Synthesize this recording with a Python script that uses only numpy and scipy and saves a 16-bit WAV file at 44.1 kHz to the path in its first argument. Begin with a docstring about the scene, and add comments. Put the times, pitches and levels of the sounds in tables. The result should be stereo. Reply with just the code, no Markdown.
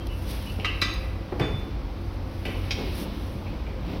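"""In a small, fairly live room, steel instruments are put down on a metal tray and another is picked up.
Each impact gives a short clatter and excites the natural modes of tray and instrument, which ring on;
the trolley underneath answers with dull, heavily damped knocks. Close by, gloves and sleeves make
friction noise over the steady hum of the ventilation."""
import sys
import numpy as np
from scipy import signal
from scipy.fft import rfft, irfft
from scipy.io import wavfile

SR = 44100
rng = np.random.default_rng(int(sys.argv[2]) if len(sys.argv) > 2 else 0)


def wrap_up_sound(samples):
    """Save the sound to the file named by the first command line argument, as 16-bit audio."""
    columns = np.atleast_2d(samples).T
    # keep every value between -1 and 1, then stretch to whole-number steps
    tamed = np.clip(columns, -1, 1)
    steps = np.round(tamed * 32767).astype(np.int16)
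    wavfile.write(sys.argv[1], SR, steps)


N = 176400
T = np.arange(N) / SR
HZ = np.maximum(np.fft.rfftfreq(N, 1 / SR), 1)
ATTACK_S = 0.00074

# steel lands on the tray and bounces: start_s, clatter_db, tray_ring_db, edge_hz, clatter_t60_s
LANDINGS = [(0.646, -20, -8.5, 4170, 0.052), (0.653, -23, -8.5, 4170, 0.034),
            (0.8175, -19.5, -0.5, 7140, 0.072)]


def from_db(db):
    """Amplitude ratio of a level in decibels."""
    return 10 ** (np.asarray(db) / 20)


def unit_rms(x):
    """Normalisation to an rms of 1."""
    return x / np.sqrt(np.mean(x ** 2) + 1e-20)


def at_hz(points, hz=HZ):
    """Interpolation of a curve on a logarithmic frequency axis."""
    frequency, value = np.transpose(points)
    return np.interp(np.log(hz), np.log(frequency), value)


def noise(gain):
    """Spectral shaping: white noise weighted by a gain at each frequency, at unit rms."""
    return unit_rms(irfft(rfft(rng.standard_normal(N)) * gain, N))


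def diffuse(gain):
    """Diffuse field: stereo noise whose two sides are coherent in the bass and only partly so above."""
    # likeness of left and right: frequency_hz, coherence
    coherence_curve = [(100, 1), (180, 1), (350, 0.94), (700, 0.24), (1400, 0.37), (3000, 0.43),
                       (6000, 0.06), (12000, 0.9)]
    coherence = at_hz(coherence_curve)
    weights = np.sqrt([1 + coherence, 1 - coherence])
    mid, side = irfft(rfft(rng.standard_normal((2, N))) * gain * weights, N)
    return unit_rms(np.array([mid + side, mid - side]))


def struck(age, t60, rise_s=ATTACK_S):
    """Damped vibration: a quick rise, then exponential decay by 60 dB in t60 seconds."""
    age = np.maximum(age, 0)
    return (1 - np.exp(-age / rise_s)) * np.exp(-np.log(1000) * np.minimum(age / t60, 2))


def contact(start, db, t60, colour, edge_hz=SR):
    """Modal overlap: an impact's dense, short-lived resonances merge into a burst of noise."""
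    gain = from_db(at_hz(colour)) / np.sqrt(1 + (HZ / edge_hz) ** 4)
    return from_db(db) * struck(T - start, t60) * noise(gain)


def ring(start, db, modes, spread_hz, rise_s=ATTACK_S, count=5):
    """Free vibration: each decaying mode is a cluster of close partials that beat."""
    out, first = np.zeros(N), int(start * SR)
    span = slice(first, first + SR)
    age = T[span] - start
    for hz, mode_db, t60 in modes:
        offsets = np.linspace(-1, 1, count) + rng.uniform(-1.16, 1, count) / count
        partials = hz + spread_hz * offsets
        waves = np.sin(2 * np.pi * (partials[:, None] * age + rng.random((count, 1))))
        envelope = struck(age, t60, rise_s)
        tone = envelope * (np.hanning(count + 2)[1:-1] @ waves)
        to_sine_energy = np.sqrt(np.sum(envelope ** 2) / (2 * np.sum(tone ** 2)))
        out[span] += from_db(db + mode_db) * tone * to_sine_energy
    return out


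def rustle(strokes, colour):
    """Friction noise swells and fades with each stroke; incoherent strokes add in power."""
    power = sum(from_db(db) ** 2 * np.exp(-2 * ((T - peak) / np.where(T < peak, rise, fall)) ** 2)
                for peak, rise, fall, db in strokes)
    return np.sqrt(power) * diffuse(from_db(at_hz(colour)))


def ventilation(air_db=-32.5):
    """Broadband air noise with hum lines, which waver because each is a narrow band of noise."""
    # hum lines: centre_hz, level_db, half_width_hz
    lines = [(44.8, -42, 1.3), (58.6, -38, 1.3), (91.05, -36.5, 5.8), (202.2, -49, 5.3), (338.6, -52, 5.5),
             (520.7, -55.5, 2.1), (754, -62.5, 24)]
    # spectrum of the moving air: frequency_hz, level_db
    air = [(12, -49), (20, -4), (30, -5.5), (44, 3.5), (95, -9.5), (109, -15.5), (122, -9.5), (196, -18),
           (306, -13), (362, -20.5), (478, -22), (534, -17.5), (597, -23), (985, -24.5), (1670, -33.5),
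           (2470, -34), (2680, -36), (5000, -39.5), (6100, -46.5), (6720, -59), (15500, -57)]
    hum = sum(from_db(db) * noise(1 / (1 + ((HZ - hz) / width) ** 2)) for hz, db, width in lines)
    return hum + from_db(air_db) * diffuse(from_db(at_hz(air)))


def pick_rings():
    """Weak excitation: two picks, barely touched, ring faintly in a few modes."""
    # modes of the finer pick and of the other: pitch_hz, level_db, t60_s
    fine_pick = [(2694, -53, .2), (3182, -47, .17)]
    pick = [(2444, -57, .3), (2694, -51, .35), (2943, -52, .35)]
    return (ring(0.005, 1.5, fine_pick, spread_hz=11, rise_s=0.00089)
            + ring(0.086, 4, pick, spread_hz=14, rise_s=0.0028)
            + ring(0.457, 7.5, pick, spread_hz=35, rise_s=0.0049))


def gloves(crinkle_db=1.5, crinkle_hz=118, snap_wet_db=-25):
    """Many tiny contacts modulate the friction noise of sliding gloves; light snaps excite the room."""
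    # light snaps: start_s, level_db, t60_s
    snap_events = [(0.069, -34, 0.017), (0.814, -31.5, 0.029), (0.938, -39, 0.04), (1.395, -41.5, 0.038),
                   (2.454, -42, .04), (3.024, -53, .06)]
    # sliding strokes: peak_s, rise_s, fall_s, level_db
    slides = [(0.305, 0.029, 0.054, -41), (0.44, 0.32, 0.17, -48), (0.96, 0.39, 0.19, -55.5),
              (1.55, 0.25, .15, -59.5), (2.12, 0.21, 0.068, -63), (2.6, 0.31, 0.55, -54),
              (3.02, 0.1, 0.031, -42), (3.25, 0.13, 0.19, -55)]
    # spectrum of the gloves: frequency_hz, level_db
    colour = [(2000, 3), (5700, 6.5), (7200, -13), (9000, 0), (11000, 2.5), (13000, -0.5), (15500, -4)]
    snaps = sum(contact(*snap, colour) for snap in snap_events)
    flutter = noise(1 / (1 + (HZ / crinkle_hz) ** 2))
    crinkle = unit_rms(from_db(crinkle_db * flutter))
    return crinkle * rustle(slides, colour) + snaps + from_db(snap_wet_db) * room(snaps)


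def clothing():
    """Sliding friction: a dull rub as the body shifts, a brighter hiss as sleeves brush."""
    # movements of body and sleeves: peak_s, rise_s, fall_s, level_db
    shifts = [(0.29, 0.062, 0.1, -40.5), (0.65, 0.02, 0.019, -35.5), (2.82, 0.082, 0.093, -33),
              (3.04, 0.097, 0.098, -34.5), (3.5, 0.45, 0.52, -41.5), (3.92, 0.073, 0.097, -34)]
    brushes = [(0.31, 0.068, 0.25, -45), (2.56, 0.22, 0.38, -51), (2.84, 0.19, 0.17, -41.5),
               (2.99, 0.053, 0.29, -45.5), (3.48, 0.046, 0.16, -51), (3.93, 0.094, 0.11, -46)]
    # their spectra: frequency_hz, level_db
    rub = [(70, -49), (150, -1), (215, 4.5), (330, -4.5), (500, -6), (1000, -15), (3000, -47)]
    sleeve = [(200, -16), (600, -3.5), (1500, -1), (2500, 4.5), (4000, 2.5), (5900, -7), (6800, -36),
              (15000, -17)]
    return rustle(shifts, rub) + rustle(brushes, sleeve)


def trolley_knocks(spread_hz=23):
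    """Blows on the trolley excite the low, heavily damped modes of its shelf and frame."""
    # dull knocks: start_s, level_db, t60_s, edge_hz
    blows = [(0.587, -22, 0.029, 776), (0.82, -23, 0.056, 485), (1.321, -29.5, 0.25, 1260),
             (1.398, -23.5, 0.26, 2460), (2.456, -29.5, 0.41, 870), (2.785, -30.5, 0.29, 735)]
    # their spectrum: frequency_hz, level_db
    colour = [(80, -6.5), (200, 0), (380, -1.5), (580, -5.5), (800, -11), (1200, -12.5), (2500, -14.5),
              (6000, -25)]
    # blows on shelf and frame: start_s, level_db
    thuds = [(0.589, -12), (1.322, -10), (1.398, -1), (2.456, -12), (2.786, -16)]
    bumps = [(1.405, 0), (1.528, -12)]
    # modes of shelf and frame: pitch_hz, level_db, t60_s
    shelf_modes = [(347, -21, 0.087), (430, -24.5, 0.22), (760, -22, 0.044), (843, -29.5, 0.079)]
    frame_modes = [(125, -10.5, 0.091), (187.5, -21, .1)]
    knocks = sum(contact(start, db, t60, colour, edge_hz) for start, db, t60, edge_hz in blows)
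    shelf = sum(ring(start, db, shelf_modes, spread_hz) for start, db in thuds)
    frame = sum(ring(start, db, frame_modes, spread_hz, rise_s=0.0063) for start, db in bumps)
    return knocks + shelf + frame


def steel_scrapes():
    """Friction of steel slipping on steel gives brief bursts of noise, strongest at 2-3 kHz."""
    # slips: start_s, level_db, t60_s
    slips = [(0.599, -23.5, 0.0068), (1.395, -28.5, 0.039), (2.452, -28.5, 0.052), (3.666, -33.5, 0.016)]
    # their spectrum: frequency_hz, level_db
    colour = [(500, -18), (1750, 1), (2300, 8), (2900, 7), (3600, -1.5), (5400, -7.5), (6300, -23),
              (7200, -25.5)]
    return sum(contact(*slip, colour) for slip in slips)


def steel_ticks():
    """Hard contacts of steel on steel are brief, so their spectrum is broad."""
    # ticks: start_s, level_db, t60_s
    ticks = [(0.599, -37, 0.0072), (0.6468, -33, 0.018), (0.8172, -46, 0.008), (2.709, -21.5, 0.013),
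             (2.7132, -25, 0.021), (2.719, -28, .025)]
    # their spectrum: frequency_hz, level_db
    colour = [(1200, -6), (2200, -6), (2900, -0.5), (5000, -1.5), (5600, 1.5), (6400, -21), (8000, -25)]
    return sum(contact(*tick, colour) for tick in ticks)


def instrument_rings():
    """Struck steel vibrates in inharmonic modes: lightly damped ones ring, heavily damped ones clack."""
    # modes of each instrument, and of the handle's clack on the tray: pitch_hz, level_db, t60_s
    blade = [(2645, -35, .5), (2700, -38, .5), (2785, -34, .55), (2805, -36, .45), (2935, -37, .4),
             (3128, -30, .12), (3900, -34, .06), (4430, -48, .4), (5066, -47, .3)]
    clack = [(3943, -18.5, 0.021), (4880, -29.5, 0.027)]
    handle = [(3536, -41, .46), (3655, -41, .45), (3770, -43, .3), (3865, -38, .4), (3911, -33, .36),
              (4020, -41, .3), (4134, -45, .5), (4528, -41, .5), (4780, -46, .35), (4910, -40, .35),
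              (5216, -45, .38), (5373, -47, .2), (6095, -52, .4), (6422, -46, .33)]
    probe = [(1730, -43, .45), (2509, -41, .35), (3515, -25, .42), (6585, -54, .7), (6594, -54, .7),
             (8280, -61, .3)]
    nippers = [(2207, -28, 0.084), (2490, -25.5, 0.05), (3270, -30.5, 0.059), (3780, -32, 0.095),
               (4000, -41, 0.047), (4720, -36, 0.043), (4910, -26, 0.028), (5220, -31, 0.036),
               (5470, -40, 0.026), (6570, -44, 0.086)]
    tweezers = [(2300, -46, 0.09), (2560, -47, .09)]
    return (ring(0.645, 0, blade, spread_hz=23, rise_s=0.00088)
            + ring(0.8164, 5, clack, spread_hz=44, rise_s=0.00042)
            + ring(0.818, 1, handle, spread_hz=14.3, rise_s=0.002)
            + ring(0.825, -0.5, clack, spread_hz=26, rise_s=0.00038)
            + ring(1.407, -1.5, probe, spread_hz=0.29, rise_s=0.021)
            + ring(2.7075, 1.5, nippers, spread_hz=145, rise_s=0.00037)
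            + ring(2.726, -8.5, nippers, spread_hz=140, rise_s=0.001)
            + ring(3.461, 6, tweezers, spread_hz=150, rise_s=0.0046))


def tray_clatter():
    """Impact noise: each landing briefly excites many resonances at once."""
    # spectrum of the clatter: frequency_hz, level_db
    colour = [(300, -41), (800, -21), (1220, 4.5), (1430, -7), (2050, 3.5), (2750, 2.5), (3350, -6),
              (3900, 3), (4300, -12), (5100, -3.5), (6200, -10), (7000, -20), (15000, -15)]
    return sum(contact(start, db, t60, colour, edge_hz) for start, db, _, edge_hz, t60 in LANDINGS)


def tray_rings():
    """The tray is a thin plate whose bending modes ring on after each landing."""
    # plate modes: pitch_hz, level_db, t60_s
    modes = [(1066, -42, .45), (1222, -39.5, .45), (1272, -40.5, .55), (1578, -41, .6), (1694, -42, .6),
             (1960, -40, .45), (2008, -38, .45), (2209, -40.5, .45), (2363, -44, .6), (2533, -42, .8),
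             (2604, -37.5, .6), (2715, -40, .55), (3170, -45, .35)]
    return sum(ring(start, db, modes, spread_hz=16.4) for start, _, db, _, _ in LANDINGS)


def near_echoes(x, level_db=-3, earliest_s=0.001, latest_s=0.012, count=6):
    """Early reflections from tray rim, trolley and wall: delayed copies, different on each side."""
    lags = (rng.uniform(earliest_s, latest_s, (2, count)) * SR).astype(int)
    echoes = [sum(rng.choice([-1, 1]) * np.pad(x, (lag, 0))[:N] for lag in side) for side in lags]
    return from_db(level_db) * np.array(echoes) / np.sqrt(count)


def room(x, first_echo_s=0.0051, bands=9):
    """Reverberation: convolution with a diffuse tail that decays at its own rate in each band."""
    # reverberation time: frequency_hz, t60_s
    decay = [(150, 0.98), (600, 0.75), (2500, 0.93), (5000, 0.55), (12000, 0.28)]
    spectrum, tail = rfft(diffuse(1)), 0
    edges = np.geomspace(60, SR / 2, bands + 1)
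    for low, high in zip(edges, edges[1:]):
        band = irfft(spectrum * ((HZ >= low) & (HZ < high)), N)
        envelope = struck(T - first_echo_s, at_hz(decay, np.sqrt(low * high)))
        tail = tail + band * envelope / np.sqrt(np.sum(envelope ** 2))
    return irfft(rfft(tail, 2 * N) * rfft(x, 2 * N))[:, :N]


def scene(right_lag_s=0.00002):
    """Superposition at the microphone; sound from the tray arrives a little sooner on the left."""
    clatter = tray_clatter()
    rings = tray_rings() + pick_rings() + instrument_rings()
    ticks, scrapes, knocks = steel_ticks(), steel_scrapes(), trolley_knocks()
    steel = clatter + ticks + rings + scrapes
    into_room = from_db(-1) * (clatter + ticks + knocks) + from_db(-3) * rings + from_db(6) * scrapes
    tray = steel + knocks + near_echoes(steel) + room(into_room)
    delay = np.exp(-2j * np.pi * HZ * np.array([[0], [right_lag_s]]))
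    return irfft(rfft(tray) * delay, N) + gloves() + clothing() + ventilation()


def record(dry, rumble_hz=34.5, cutoff_hz=15800):
    """Band limiting: the deepest rumble rolls off and the top is cut steeply."""
    high_pass = signal.butter(2, rumble_hz, "high", fs=SR, output="sos")
    low_pass = signal.ellip(12, 0.1, 80, cutoff_hz, fs=SR, output="sos")
    return signal.sosfilt(low_pass, signal.sosfilt(high_pass, dry))


dry = scene()
out = record(dry)
wrap_up_sound(out)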